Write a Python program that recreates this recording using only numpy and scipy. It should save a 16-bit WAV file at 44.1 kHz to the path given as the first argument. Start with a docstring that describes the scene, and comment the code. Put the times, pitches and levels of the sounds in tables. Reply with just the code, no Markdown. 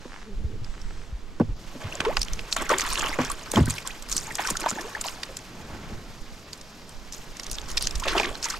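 """First comes light wind rumbling on the microphone, over a faint hiss, soft rubs and a few dull knocks
on an inflatable boat on a quiet river. Then a small hooked fish thrashes at the surface beside it.
Its tail and fins flick, slice and slap the water, trapped air rings as rising bubbles, and spray
patters back. Between the bouts a soft swell washes along the boat."""
import sys
import numpy as np
from scipy import signal
from scipy.fft import rfft, irfft, next_fast_len
from scipy.io import wavfile
from scipy.ndimage import uniform_filter1d

SR = 44100
rng = np.random.default_rng(int(sys.argv[2]) if len(sys.argv) > 2 else 0)


def pcm_store(signal):
    """Save signal as 16-bit PCM."""
    levels = np.round(np.clip(np.atleast_2d(signal), -1, 1) * 32767)
    wavfile.write(sys.argv[1], SR, levels.astype(np.int16).T)


N = 379195
TIME = np.arange(N) / SR
SURGE_HZ = 45  # stirred water comes in uneven surges, up to this fast


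def amp(db):
    """Turns decibels into a gain to multiply by."""
    return 10 ** (np.asarray(db) / 20)


def unit(x):
    """Scales a signal to an average strength (rms) of 1."""
    return x / np.sqrt(np.mean(x ** 2) + 1e-20)


def steady(x, span_s):
    """Evens out a signal so that its strength stays near 1."""
    return x / np.sqrt(abs(uniform_filter1d(x ** 2, max(int(span_s * SR), 2))) + 1e-12)


def colour(x, points, power=1):
    """Turns lows and highs up or down along a curve of (frequency [Hz], level [dB]) points."""
    hz, db = np.transpose(points)
    size = next_fast_len(len(x) + 4096)
    gain = amp(power * np.interp(np.log(np.fft.rfftfreq(size, 1 / SR) + 1), np.log(hz), db))
    return irfft(rfft(x, size) * gain, size)[:len(x)]


def band(x, hz, octaves):
    """Keeps only the frequencies around hz."""
    edges = np.clip([hz / 2 ** (octaves / 2), hz * 2 ** (octaves / 2)], [10, 20], [SR * .4, SR * .48])
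    return signal.sosfilt(signal.butter(2, edges, "band", fs=SR, output="sos"), x)


def curve(rows):
    """Joins (time [s], level [dB]) points into a gain that changes over time."""
    return amp(np.interp(TIME, *np.transpose(rows)))


def add(mix, s, sound):
    """Mixes a sound in, starting at s seconds."""
    part = mix[..., max(round(s * SR), 0):][..., :sound.shape[-1]]
    part += sound[..., :part.shape[-1]]


def bout(start, length, attack_s=0.0092, release_s=0.046):
    """A gain that swells, holds and dies away."""
    t = TIME - start
    return np.clip(t / attack_s, 0, 1) * np.exp(-np.maximum(t - length, 0) / release_s)


def wander(rate_hz, count=24):
    """A random drift of strength 1, no faster than rate_hz."""
    t = TIME[::200]
    hz = np.geomspace(rate_hz / 10, rate_hz, count)
    waves = np.sin(2 * np.pi * (hz * t[:, None] + rng.random(count)))
    return np.interp(TIME, t, unit(waves.sum(1)))


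def puff(hz, octaves, decay_s, attack=0.063):
    """A burst of noise around hz that swells to a strength of about 1 and dies away."""
    t = np.arange(SR // 4) / SR
    fade = (1 - np.exp(-t / (attack * decay_s))) * np.exp(-t / decay_s)
    burst = unit(band(rng.standard_normal(len(t)) * fade, hz, octaves))
    return burst * np.sqrt(np.mean(fade ** 2)) / fade.max()


def bubble(hz, life_s, rise, rough=0, wobble=0.11, damping=1.1):
    """Trapped air rings, gliding by rise octaves as it nears the surface; churned water makes it waver."""
    age = np.arange(0, 1, 1 / max(life_s * SR, 8))
    jitter = unit(uniform_filter1d(rng.standard_normal((2, SR // 8)), size=110))
    bend, flutter = rough * jitter[:, :len(age)]
    turns = np.cumsum(hz * 2 ** (rise * age ** 2) * (1 + wobble * bend)) / SR
    fade = (1 - np.exp(-2 * turns)) * np.exp(-damping * age) * (1 - age ** 4)
    return np.sin(2 * np.pi * turns) * (1 + flutter) * fade


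# how the microphone dulls high sounds: (frequency [Hz], level [dB])
MIC_TREBLE = [(7000, 0), (9200, -4.5), (10700, -12.5), (12400, -6.5), (14000, -22.5), (16000, -26)]


def microphone(pair):
    """The microphone softens the treble on both sides."""
    return np.array([colour(side, MIC_TREBLE) for side in pair])


# how wide the sound spreads: (frequency [Hz], scatter level [dB])
STEREO_WIDTH = [(100, -23), (300, -20), (700, -15), (1400, -9.5), (2800, -7.5), (5500, -8.5), (9000, -10.5),
                (13000, -2.5)]
# how much louder the left side is: (frequency [Hz], left minus right [dB])
LEFT_LOUDER = [(200, 0), (1000, -.4), (2300, -1.8), (4600, -1.4), (8500, 1.8), (13000, 4.5)]
# how far the left side runs ahead, negative for behind: (frequency [Hz], phase [radians])
LEFT_AHEAD = [(0, 0), (500, -.05), (1300, -.3), (2600, -.75), (5700, -.2), (12000, 0)]


def mic_openings(pair, size=256):
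    """Two close openings hear the same bass but differently scattered treble, the left a bit later."""
    spectra = signal.stft(pair.mean(0), nperseg=size)[2]
    scatter = signal.istft(spectra * np.exp(2j * np.pi * rng.random(spectra.shape)), nperseg=size)[1][:N]
    side = colour(np.sqrt(2) * scatter, STEREO_WIDTH)
    both = np.array([colour(pair[0] + side, LEFT_LOUDER, .5), colour(pair[1] - side, LEFT_LOUDER, -.5)])
    padded = next_fast_len(N)
    lead = np.interp(np.fft.rfftfreq(padded, 1 / SR), *np.transpose(LEFT_AHEAD))
    return irfft(rfft(both, padded) * np.exp(.5j * np.array([lead, -lead])), padded)[:, :N]


def echoes(x, boat_db=-15, boat_s=0.0035, bank_db=-27, bank_s=0.009):
    """Sound bounces quickly off the boat and the water, and faintly off the banks."""
    t = np.arange(SR // 2) / SR
    echo = np.zeros(len(t))
    for db, decay_s in (boat_db, boat_s), (bank_db, bank_s):
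        tail = band(rng.standard_normal(len(t)), hz=3740, octaves=5.6) * np.exp(-t / decay_s) * (t > .003)
        echo += amp(db) * tail / np.linalg.norm(tail)
    return signal.oaconvolve(x, echo)[:N]


# tone of the hiss in the opening lull, then afterwards: (frequency [Hz], level [dB])
EARLY_HISS = [(100, -4), (220, 0), (400, -4), (700, -9), (1200, -9), (2200, -13), (5000, -17), (7200, -21),
              (9000, -29), (10700, -34), (12500, -33), (15500, -46)]
LATE_HISS = [(100, 10), (220, 13), (400, 5), (1200, 1.5), (2200, -11), (5000, -1.5), (7200, -10),
             (9000, -76.5), (10700, -57), (12500, -19), (15500, -34)]


def hiss(early_db=-51, late_db=-49):
    """Distant air and river hiss; the sound brightens after the opening lull."""
    blend = np.interp(TIME, [1.535, 1.56], [0, 1])
    early, late = (unit(colour(rng.standard_normal(N), tone)) for tone in (EARLY_HISS, LATE_HISS))
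    return (1 - blend) * amp(early_db) * early + blend * amp(late_db) * late


# how hard the wind blows: (time [s], level [dB])
WIND_STRENGTH = [(0, -41), (0.25, -44), (0.38, -27), (1.15, -36), (1.65, -40), (2.1, -35), (2.8, -33.5),
                 (3.7, -41), (4.6, -41), (5.3, -49.5), (5.95, -39.5), (6.7, -49), (7.5, -38), (7.95, -28.5),
                 (8.15, -35), (8.45, -40)]
# tone of its deep rumble and of its higher flapping: (frequency [Hz], level [dB])
RUMBLE_TONE = [(10, 6), (25, 6), (45, -3.5), (70, -11), (110, -22.5), (200, -20), (500, -72)]
FLAP_TONE = [(40, -3), (90, -1), (160, -3.5), (260, -11.5), (450, -9), (1200, -63)]
# single puffs of air: (time [s], level [dB], pitch [Hz], fade time [s])
WIND_PUFFS = [(0.442, -16.5, 51.5, 0.0092), (0.612, -30, 81, 0.023), (1.124, -19.5, 36.4, 0.0088),
              (1.484, -19, 50, 0.022), (1.84, -28, 100, 0.034), (3.566, -17, 72, 0.051),
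              (5.92, -30, 95, 0.011), (7.949, -17, 34.4, 0.0086)]


def wind(rumble_db=-3, flap_db=-35, puffs_db=-2, width=0.41, right_db=5, gust_db=4, flap_gust_db=5.5):
    """Uneven swirls of air push on the microphone, rumbling harder on its right side."""
    strength = curve(WIND_STRENGTH)
    shared, side = (steady(colour(z, RUMBLE_TONE), span_s=0.207) for z in rng.standard_normal((2, N)))
    rumble = strength * amp(rumble_db + gust_db * wander(rate_hz=10))
    out = rumble * np.array([shared + width * side, shared - width * side])
    out *= amp([[-right_db / 2], [right_db / 2]])
    # the flapping grows only about half a decibel for each decibel of wind
    flap = strength ** 0.53 * amp(flap_db + flap_gust_db * wander(rate_hz=10))
    out += flap * unit(colour(rng.standard_normal(N), FLAP_TONE))
    for s, db, hz, decay_s in WIND_PUFFS:
        add(out, s, amp(db + puffs_db) * puff(hz, octaves=1.22, decay_s=decay_s))
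    return out


# faint rubs of the fishing gear: (start [s], length [s], level [dB])
GEAR_RUBS = [(0, 0.22, -54.5), (0.629, 0.41, -56)]


def rubbing_gear(ticks_per_s=120, whine_hz=7750, climb_hz_per_s=700, whine_db=-8.5, waver=0.0205):
    """Fishing gear rubs with a fine hiss and scattered ticks; the last rub adds a thin, raspy whine."""
    rubs = [amp(db) * bout(start, length) for start, length, db in GEAR_RUBS]
    ticks = rng.standard_normal(N) * (rng.random(N) < ticks_per_s / SR)
    hz = whine_hz + climb_hz_per_s * np.clip(TIME - GEAR_RUBS[-1][0], 0, 1)
    hz *= 1 + waver * unit(uniform_filter1d(rng.standard_normal(N), size=40))
    whine = amp(whine_db) * rubs[-1] * np.sin(2 * np.pi * np.cumsum(hz) / SR)
    scrape = unit(band(rng.standard_normal(N), hz=1740, octaves=4))
    return whine + sum(rubs) * (scrape + 1.15 * unit(band(ticks, hz=1200, octaves=1.5)))


# faint low groans: (start [s], length [s], level [dB], pitch [Hz])
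LOW_GROANS = [(.255, 0.098, -40, 208), (.425, 0.11, -44, 215)]


def groans(octave_db=-5, waver=0.051):
    """A low groan, perhaps the rubber hull flexing: a wavering tone and the octave above it."""
    out = np.zeros(N)
    for start, length, db, hz in LOW_GROANS:
        phase = 2 * np.pi * np.cumsum(hz * (1 + waver * wander(rate_hz=56))) / SR
        arch = np.sqrt(abs(np.sin(np.pi * np.clip((TIME - start) / length, 0, 1))))
        out += amp(db) * arch * (np.sin(phase) + amp(octave_db) * np.sin(2 * phase))
    return out


# tone of water sliding along the boat: (frequency [Hz], level [dB])
SWELL_TONE = [(50, -2), (100, -0.5), (260, -3.5), (600, -12), (1400, -14.5), (3500, -26.5)]


def swell(peak_s=5.786, spread_s=0.19, level_db=-40.5, uneven_db=2):
    """A smooth swell of water passes along the hull without breaking."""
    hump = np.exp(-((TIME - peak_s) / spread_s) ** 2 / 2)
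    level = hump * amp(level_db + uneven_db * wander(SURGE_HZ))
    return level * unit(colour(rng.standard_normal(N), SWELL_TONE + [(12000, -70)]))


# notes the air-filled hull rings at: (pitch [Hz], level [dB], time to fade by 60 dB [s])
HULL_NOTES = [(88.2, -5, 0.32), (105.6, 3.5, 0.28), (150.6, 3.5, 0.26), (232, 6, 0.094), (254.5, 5, 0.16),
              (328, -0.5, 0.076), (497, -2.5, 0.13), (567, -6.5, 0.18), (775, -29, 0.039), (970, 9, 0.16),
              (1150, 9, .035), (1450, 9, 0.087)]
# blows on the hull: (time [s], level [dB], pitch [Hz])
HULL_KNOCKS = [(0.052, -28, 330), (1.3982, -17, 477), (1.401, -4.5, 200), (1.411, -7.5, 245),
               (1.749, -23.5, 255), (3.187, -8, 350), (3.199, -18, 304), (3.569, -16, 241),
               (3.585, -8.5, 220), (3.606, -7, 138), (3.635, -16.5, 150), (3.673, -16.5, 183)]


def hull_knocks(reach_octaves=0.65, thud_db=-8, ring_db=-1, tick_db=-13, hard_hz=600):
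    """A soft blow thuds and rings the hull notes near its own pitch; harder, higher blows also tick."""
    out, t = np.zeros(N), np.arange(SR // 2) / SR
    hz, note_db, ring_s = np.transpose(HULL_NOTES)[:, :, None]
    for s, db, blow_hz in HULL_KNOCKS:
        drive = amp(note_db) / (1 + (np.log2(hz / blow_hz) / reach_octaves) ** 2)
        notes = drive * np.sin(2 * np.pi * hz * t) * np.exp(-np.log(1000) * t / ring_s)
        ring = notes[::2].sum(0) - notes[1::2].sum(0)  # neighbouring notes start in opposite directions
        add(out, s, amp(db + ring_db) * ring / np.linalg.norm(drive) / 2)
        add(out, s, amp(db + thud_db) * puff(blow_hz, octaves=1.47, decay_s=0.0059))
        hardness = (blow_hz / hard_hz) ** 4
        add(out, s, amp(db + tick_db) * hardness * puff(hz=6000, octaves=2.6, decay_s=0.0009))
    return out


def swarm(level, lo_hz, hi_hz, per_s, cycles, spread_db, wash, db_per_octave, count=40):
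    """Gently stirred water is a smooth wash; once it breaks, small bubbles of uneven size take over."""
    pops = np.zeros(N)
    for hz in np.geomspace(lo_hz, hi_hz, count):
        pop = bubble(hz, life_s=cycles * rng.uniform(0.26, 0.8) / hz, rise=rng.uniform(0, 0.19))
        born = rng.random(N) < per_s / count / SR
        size = amp(spread_db * np.minimum(rng.exponential(1, N), 4)) * rng.choice([-1, 1], N)
        gain = np.sqrt(hz) * amp(db_per_octave * np.log2(hz / lo_hz))
        pops += gain * signal.oaconvolve(born * size, pop)[:N]
    noise = band(rng.standard_normal(N), np.sqrt(lo_hz * hi_hz), np.log2(hi_hz / lo_hz))
    broken = level ** 2 / (level ** 2 + amp(-43) ** 2)  # the water breaks at around -43 dB
    surges = amp(1.6 * wander(SURGE_HZ))
    return level * steady(broken * unit(pops) + wash * unit(noise), span_s=0.071) * surges


# ripples lapping between the bouts: (time [s], level [dB])
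LAPPING = [(1.5, -56), (1.85, -47.5), (2.4, -46.5), (3.2, -43), (4.0, -48), (4.8, -42.5), (5.5, -51),
           (6.2, -52.5), (7.0, -53.5), (7.6, -46.5), (8.2, -44), (8.6, -46.5)]
# bouts of thrashing: (start [s], length [s], level [dB], brightness [dB])
# brightness below 0 is deep churning, above 0 shallow spraying
THRASH_BOUTS = [(1.797, 0.18, -49, -5.5), (2.011, 0.11, -43.5, -5.5), (2.565, 0.065, -37.5, 1),
                (2.693, 0.03, -31, 0), (2.788, 0.16, -37, 9), (2.965, 0.14, -35, 3),
                (3.195, 0.046, -36, 1.5), (3.526, 0.065, -40, 7.5), (3.676, 0.091, -46.5, 13),
                (3.85, 0.016, -48, 11), (4.079, 0.17, -51, 17), (4.24, 0.15, -59, 16),
                (4.391, 0.1, -38, 7.5), (4.587, 0.099, -41, 5), (4.75, 0.14, -53, 2),
                (5.034, 0.054, -46.5, 15.5), (7.125, 0.027, -55, 19.5), (7.68, 0.022, -49, 8),
                (8.046, 0.09, -37.5, -1.5), (8.15, 0.095, -36, 0), (8.431, 0.081, -41, 9.5)]
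# tone of the falling spray: (frequency [Hz], level [dB])
SPRAY_TONE = [(2500, -23), (3700, -14), (5200, -8), (7200, -7.5), (9000, -8.5), (12500, -6), (16000, 0)]


def stirred_water(gurgle_db=-2, splash_db=3, spray_db=-1, fizz_db=3):
    """Ripples and thrashing make gurgling bubbles, finer splashing and a crackle of falling spray."""
    ripples = curve(LAPPING) * np.clip((TIME - 1.54) / .06, 0, 1)  # silent until 1.54 s
    power = (amp([[-4.5], [-1], [2.5]]) * ripples) ** 2  # rows: gurgle, splash, spray
    for start, length, db, bright_db in THRASH_BOUTS:
        gains = amp([[db + gurgle_db - bright_db], [db + splash_db], [db + spray_db + bright_db]])
        power += (gains * bout(start, length)) ** 2
    gurgle, splash, spray = np.sqrt(power)
    low = swarm(gurgle, 240, 900, per_s=260, cycles=9, spread_db=3.2, wash=.38, db_per_octave=1)
    mid = swarm(splash, 900, 3500, per_s=1200, cycles=15, spread_db=3.7, wash=.32, db_per_octave=-2.2)
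    high = swarm(spray, 3400, 14500, per_s=1400, cycles=14, spread_db=4.3, wash=.36, db_per_octave=-.7)
    return low + mid + amp(fizz_db) * colour(high, SPRAY_TONE)


# single big bubbles: (time [s], level [dB], first pitch [Hz], rise [octaves], life [s], roughness [0-1])
BIG_BUBBLES = [(1.925, -23.5, 2720, 0.2, 0.0046, 0), (2.007, -13.5, 330, -4, 0.0044, 0.06),
               (2.051, -21.5, 880, 0.5, 0.023, 0), (2.065, -17.5, 415, 1.6, 0.06, 0.08),
               (2.694, -19, 1530, -1, 0.012, 0.13), (2.701, -16, 1137, 0.5, 0.022, 0.27),
               (2.703, -15.5, 470, 1, 0.009, 0.1), (2.7145, -9.5, 460, 1.5, 0.012, 0.15),
               (2.729, -16.5, 940, 0, 0.017, 0.1), (2.735, -20, 1890, 1.3, 0.013, 0.54),
               (2.744, -28.5, 357, 0.2, 0.036, 0.4), (3.007, -24, 2520, 2, 0.011, 0.38),
               (3.025, -29, 874, -1, 0.026, 0), (3.046, -24, 1057, 0.1, 0.034, 0.46),
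               (3.127, -27.5, 2090, 0.5, 0.026, .7), (3.297, -32, 1157, 0.7, 0.04, 0.86),
               (3.566, -11.5, 192, 2.15, 0.035, 0.3), (3.672, -28.5, 1410, 1.8, 0.016, 0.24),
               (3.850, -34.5, 1072, -0.3, 0.027, 0.6), (3.895, -31.5, 2090, 1.5, 0.026, 0.67),
               (4.158, -24, 330, -3, 0.0061, 0.3), (4.276, -36, 836, 0.5, 0.037, 0.8),
               (4.307, -30.5, 1850, 0, 0.015, 0.78), (4.394, -16.5, 800, -0.1, 0.0083, 0.03),
               (4.452, -25, 1510, 0, 0.016, 0.4), (4.506, -26.5, 395, -4, 0.032, 0.64),
               (4.5545, -23, 1420, -0.2, 0.0072, 0), (4.624, -26.5, 332, -0.09, 0.013, 0.4),
               (4.64, -23.5, 900, 0.2, 0.011, 0.3), (4.662, -15, 957, -0.1, 0.015, 0.6),
               (4.722, -25.5, 190, 0.7, 0.019, 0.54), (4.759, -26, 342, 0, 0.015, 0.54),
               (4.774, -29, 960, -1, 0.02, 0), (4.785, -31, 750, -0.7, 0.023, 0.2),
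               (4.786, -29, 1744, 0, 0.019, 0.4), (4.795, -35, 329, 0.7, 0.05, 0.3),
               (4.843, -33.5, 401, 1.2, 0.05, 0.4), (4.872, -40.5, 683, 1, 0.033, 0.6),
               (4.95, -21.5, 1670, 0.6, 0.011, 0.04), (4.965, -33, 795, 3.5, 0.024, 0.3),
               (5.043, -27, 1040, -0.3, 0.021, 0.4), (5.055, -30, 720, 1.5, 0.031, 0.4),
               (5.185, -47, 790, 0, 0.037, .8), (5.29, -39.5, 540, 0, 0.052, 0.6),
               (8.021, -28.5, 930, 6, 0.05, 0.55), (8.067, -22.5, 588, -0.3, 0.024, 0.65),
               (8.152, -26, 734, -1.7, 0.024, 0.5), (8.167, -19.5, 375, 0, 0.017, 0.2),
               (8.2, -26, 965, 0, 0.0113, 0.27), (8.233, -17.5, 2550, -1, 0.0048, 0.26),
               (8.248, -22, 1596, 3.5, 0.015, 0), (8.236, -30, 348, 0.8, 0.089, 0.54),
               (8.31, -34, 576, 0.8, 0.052, 0.9), (8.457, -29, 966, -0.3, 0.022, 0.1),
               (8.494, -32.5, 1134, 2.5, 0.028, 0.7), (8.538, -28, 1136, 2.8, 0.021, 0.6)]


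def big_bubbles(splat_db=-13):
    """Plops and glugs: each bubble pinches off with a small splat, then rings."""
    out = np.zeros(N)
    for s, db, hz, rise, life_s, rough in BIG_BUBBLES:
        add(out, s, amp(db) * bubble(hz, life_s, rise, rough))
        add(out, s, amp(db + splat_db) * puff(2 * hz, octaves=3.7, decay_s=0.00063))
    return out


# slaps of the fish on the water: (time [s], level [dB], pitch [Hz], fade time [s])
BODY_SLAPS = [(2.004, -14.5, 985, 0.0011), (2.015, -26, 1100, 0.0032), (2.05, -21.5, 1180, 0.0044),
              (2.057, -33, 2200, .002), (2.1695, -10.5, 1220, 0.00046), (2.172, -24.5, 970, 0.0046),
              (2.284, -24.5, 2270, 0.00069), (2.565, -18, 1130, 0.0028), (2.603, -33, 890, 0.02),
              (2.697, -26, 990, 0.036), (3.187, -23, 885, 0.014), (3.537, -21.5, 464, 0.0047),
              (3.551, -24, 198, 0.017), (3.568, -17.5, 660, 0.013), (4.383, -28, 1400, 0.024),
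              (4.6614, -15.5, 960, 0.0013), (4.684, -32, 1350, 0.0061), (4.713, -22, 900, 0.0014),
              (5.2328, -24, 2620, 0.0026), (7.774, -18.5, 2750, 0.004), (7.872, -9.5, 3780, 0.00068),
              (8.075, -29, 2480, 0.032), (8.148, -24.5, 700, 0.032), (8.176, -21, 1700, 0.0074),
              (8.198, -22, 550, 0.0091)]


def body_slaps(octaves=1.64, spatter_db=-16):
    """The body hits the water and leaves a hollow that collapses, with a thin spatter on top."""
    out = np.zeros(N)
    for s, db, hz, decay_s in BODY_SLAPS:
        add(out, s, amp(db) * puff(hz, octaves, decay_s))
        add(out, s, amp(db + spatter_db) * puff(hz=3600, octaves=5.1, decay_s=decay_s))
    return out


# fins slicing the water: (start [s], length [s], level [dB], pitch [Hz])
FIN_SWISHES = [(2.51, 0.044, -38.5, 6300), (2.899, 0.026, -34.5, 4500), (2.985, 0.014, -30.5, 7340),
               (4.117, 0.023, -37, 6650), (4.159, 0.032, -39, 7500), (4.467, 0.049, -36.5, 7000),
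               (4.682, 0.033, -33.5, 6900), (7.539, 0.019, -39.5, 6040), (7.679, 0.042, -43, 4970),
               (7.771, 0.009, -40, 4800), (7.809, 0.049, -33, 4600), (7.859, 0.026, -42, 5130),
               (8.075, 0.051, -37, 4500), (8.174, 0.078, -38.5, 4350), (8.431, 0.03, -28.5, 5850),
               (8.498, 0.012, -29.5, 5900)]


def fin_swishes(octaves=0.77, rise_s=0.0015, release_s=0.0012, pops_per_s=2500, sheen_db=-13):
    """A fin slices the surface: a short, dense sizzle of tiny bubbles of nearly one size."""
    out, t = np.zeros(N), np.arange(SR // 6) / SR
    for s, length, db, hz in FIN_SWISHES:
        pops = rng.standard_normal(len(t)) * (rng.random(len(t)) < pops_per_s / SR)
        sizzle = unit(band(pops, hz, octaves)) + amp(sheen_db) * unit(band(pops, hz=11100, octaves=0.13))
        fade = np.minimum(t / rise_s, 1) * np.exp(-np.maximum(t - length, 0) / release_s)
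        add(out, s, amp(db) * sizzle * fade)
    return out


# sharp flicks of the tail and fins: (time [s], level [dB], pitch [Hz], fade time of the crack [s])
TAIL_FLICKS = [(0.6462, -29, 4940, 0.00033), (0.8166, -31, 5490, 0.00049), (1.954, -21, 7210, 0.00033),
               (2.0047, -14, 2710, 0.0014), (2.1692, -13.5, 2650, 0.00046), (2.1703, -11.5, 4800, 0.00037),
               (2.1936, -23, 6500, 0.00075), (2.2095, -27, 5400, 0.0005), (2.217, -9, 5150, 0.0007),
               (2.2305, -13.5, 5700, 0.00093), (2.3346, -18.5, 6010, 0.00039), (2.3931, -20, 2640, 0.00077),
               (2.5266, -9, 4250, 0.0013), (2.566, -13, 6860, 0.0017), (2.6215, -19, 7700, 0.0011),
               (2.693, -14.5, 5730, 0.0016), (2.784, -9.5, 7500, 0.0015), (2.797, -17.5, 2000, 0.0015),
               (2.8086, -10, 6000, 0.00046), (2.818, -19, 3530, 0.002), (2.8505, -19, 2010, 0.0006),
               (2.928, -19, 5570, 0.00079), (2.9336, -12, 9150, 0.00047), (2.956, -16, 2850, 0.00098),
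               (2.994, -17, 6040, 0.0017), (3.0832, -22.5, 6950, 0.00064), (3.249, -21, 5650, 0.002),
               (3.3007, -13, 7600, 0.0003), (3.3175, -8, 9400, 0.00014), (3.5164, -10.5, 9300, 0.0015),
               (3.559, -12, 3120, 0.0013), (3.6577, -16, 9060, 0.0013), (3.6988, -14.5, 7400, 0.0014),
               (3.705, -18, 6700, 0.0004), (3.7072, -7, 8370, 0.00019), (3.782, -22, 2560, 0.0026),
               (3.8746, -12.5, 7500, 0.00068), (4.024, -23, 7800, 0.0016), (4.0974, -20, 7000, 0.00067),
               (4.1162, -12, 6940, 0.00095), (4.127, -10.5, 6600, 0.00069), (4.1664, -8, 7640, 0.00048),
               (4.169, -9, 9000, 0.0011), (4.1798, -10, 5900, 0.0003), (4.3228, -22, 8750, 0.0004),
               (4.3536, -13.5, 7400, 0.0016), (4.4545, -28, 1980, 0.00035), (4.4732, -14, 5660, 0.0012),
               (4.503, -7, 9500, 0.0008), (4.5072, -11, 7150, 0.00052), (4.5698, -12, 6200, 0.0012),
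               (4.6, -22, 6870, 0.001), (4.607, -15.5, 8960, 0.00065), (4.697, -17, 6960, 0.00023),
               (4.7056, -10, 7170, 0.00027), (4.81, -25.5, 5900, 0.0045), (5.0122, -13.5, 7330, 0.0005),
               (5.0148, -13.5, 8060, 0.00075), (5.0422, -22, 3100, 0.001), (5.0662, -21, 7400, 0.0012),
               (5.0846, -17.5, 2900, 0.00055), (5.2342, -15.5, 4840, 0.00027), (5.369, -18.5, 7450, 0.0019),
               (6.5315, -22, 4800, 0.0013), (6.6127, -32, 5400, 0.002), (6.893, -28, 8500, 0.0012),
               (7.1242, -22.5, 5860, 0.0011), (7.1337, -25, 5700, 0.0006), (7.369, -29, 5940, 0.0016),
               (7.3969, -29, 1930, 0.0015), (7.3974, -22, 5370, 0.0016), (7.443, -29, 6000, 0.0019),
               (7.4337, -24, 5800, 0.0011), (7.4666, -21.5, 5940, 0.00071), (7.499, -25, 5660, 0.0005),
               (7.5146, -11, 9700, 0.00088), (7.531, -21, 5960, 0.00043), (7.585, -18.5, 3630, 0.00042),
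               (7.6156, -29, 6070, 0.0006), (7.7035, -21, 9200, 0.00066), (7.715, -23, 6800, 0.002),
               (7.7724, -11.0, 5080, 0.00051), (7.7795, -8.5, 5200, 0.00052), (7.8102, -19, 4670, 0.0008),
               (7.825, -6.5, 9300, 0.00039), (7.8714, -15.5, 5400, 0.0004), (7.9097, -20.5, 5210, 0.0011),
               (7.955, -18, 5540, 0.0021), (7.9986, -20, 7700, 0.0031), (8.037, -22, 3120, 0.0031),
               (8.0818, -14, 2800, 0.0024), (8.1809, -13.5, 2690, 0.0021), (8.1988, -11.5, 2470, 0.00059),
               (8.354, -23, 4160, 0.00027), (8.4276, -17.5, 5300, 0.0016)]


def tail_flicks(click_db=-5, ping_db=-8.5, crack_db=-9, snap_db=-21, body_db=-31, right_db=1.5,
                break_db=-22, drops_db=-13, patter_db=-19):
    """Each flick breaks the surface softly, then clicks, cracks, pings a tiny bubble and throws drops."""
    out, t = np.zeros(N), np.arange(SR // 4) / SR
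    for s, db, hz, fade_s in TAIL_FLICKS:
        click_age, ping_age = hz * t / 0.94, t / .0006  # loudest after 0.94 cycles and after 0.6 ms
        click = amp(click_db) * click_age * np.exp(1 - click_age)
        ping = amp(ping_db) * ping_age * np.exp(1 - ping_age)
        ring = (click + ping) * np.sin(2 * np.pi * hz * t)
        crack = amp(crack_db) * puff(hz, octaves=2.02, decay_s=fade_s, attack=0.52)
        snap = amp(snap_db) * puff(hz=10800, octaves=10.6, decay_s=fade_s, attack=1)
        body = amp(body_db) * puff(hz=1740, octaves=2.3, decay_s=0.0037)
        add(out, s, amp(db) * (ring + crack + snap + body))
        # the fin breaks the surface 4 ms before the flick
        add(out, s - .004, amp(db + break_db) * puff(hz, octaves=2, decay_s=.002, attack=1))
        wet = np.sqrt(fade_s / .002)  # longer, wetter flicks throw louder drops
        for delay, ratio in zip(rng.exponential(0.0022, size=3), rng.uniform(0.67, 1.426, size=3)):
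            add(out, s + delay, wet * amp(db + drops_db) * bubble(hz * ratio, life_s=.002, rise=.1))
        # two drops patter back, on average 10 ms later
        for delay, drop_hz in zip(rng.exponential(0.01, size=2), rng.uniform(2550, 14400, size=2)):
            patter = puff(drop_hz, octaves=0.5, decay_s=0.0011, attack=2)
            add(out, s + delay, wet * amp(db + patter_db) * patter)
    return out * amp([[-right_db / 2], [right_db / 2]])


def scene():
    """The fish, water and boat close by, with their echoes, and hiss and wind around them."""
    near = tail_flicks() + fin_swishes() + body_slaps() + big_bubbles()
    near += hull_knocks() + groans() + stirred_water() + swell() + rubbing_gear()
    near += echoes(near.mean(0))
    return mic_openings(microphone(near) + hiss()) + wind()


def record(dry):
    """Cuts away the very highest treble, above 16200 Hz."""
    low_pass = signal.firwin(511, 16200, window=("kaiser", 9), fs=SR)
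    return signal.oaconvolve(dry, low_pass[None], "same")


dry = scene()
out = record(dry)
pcm_store(out)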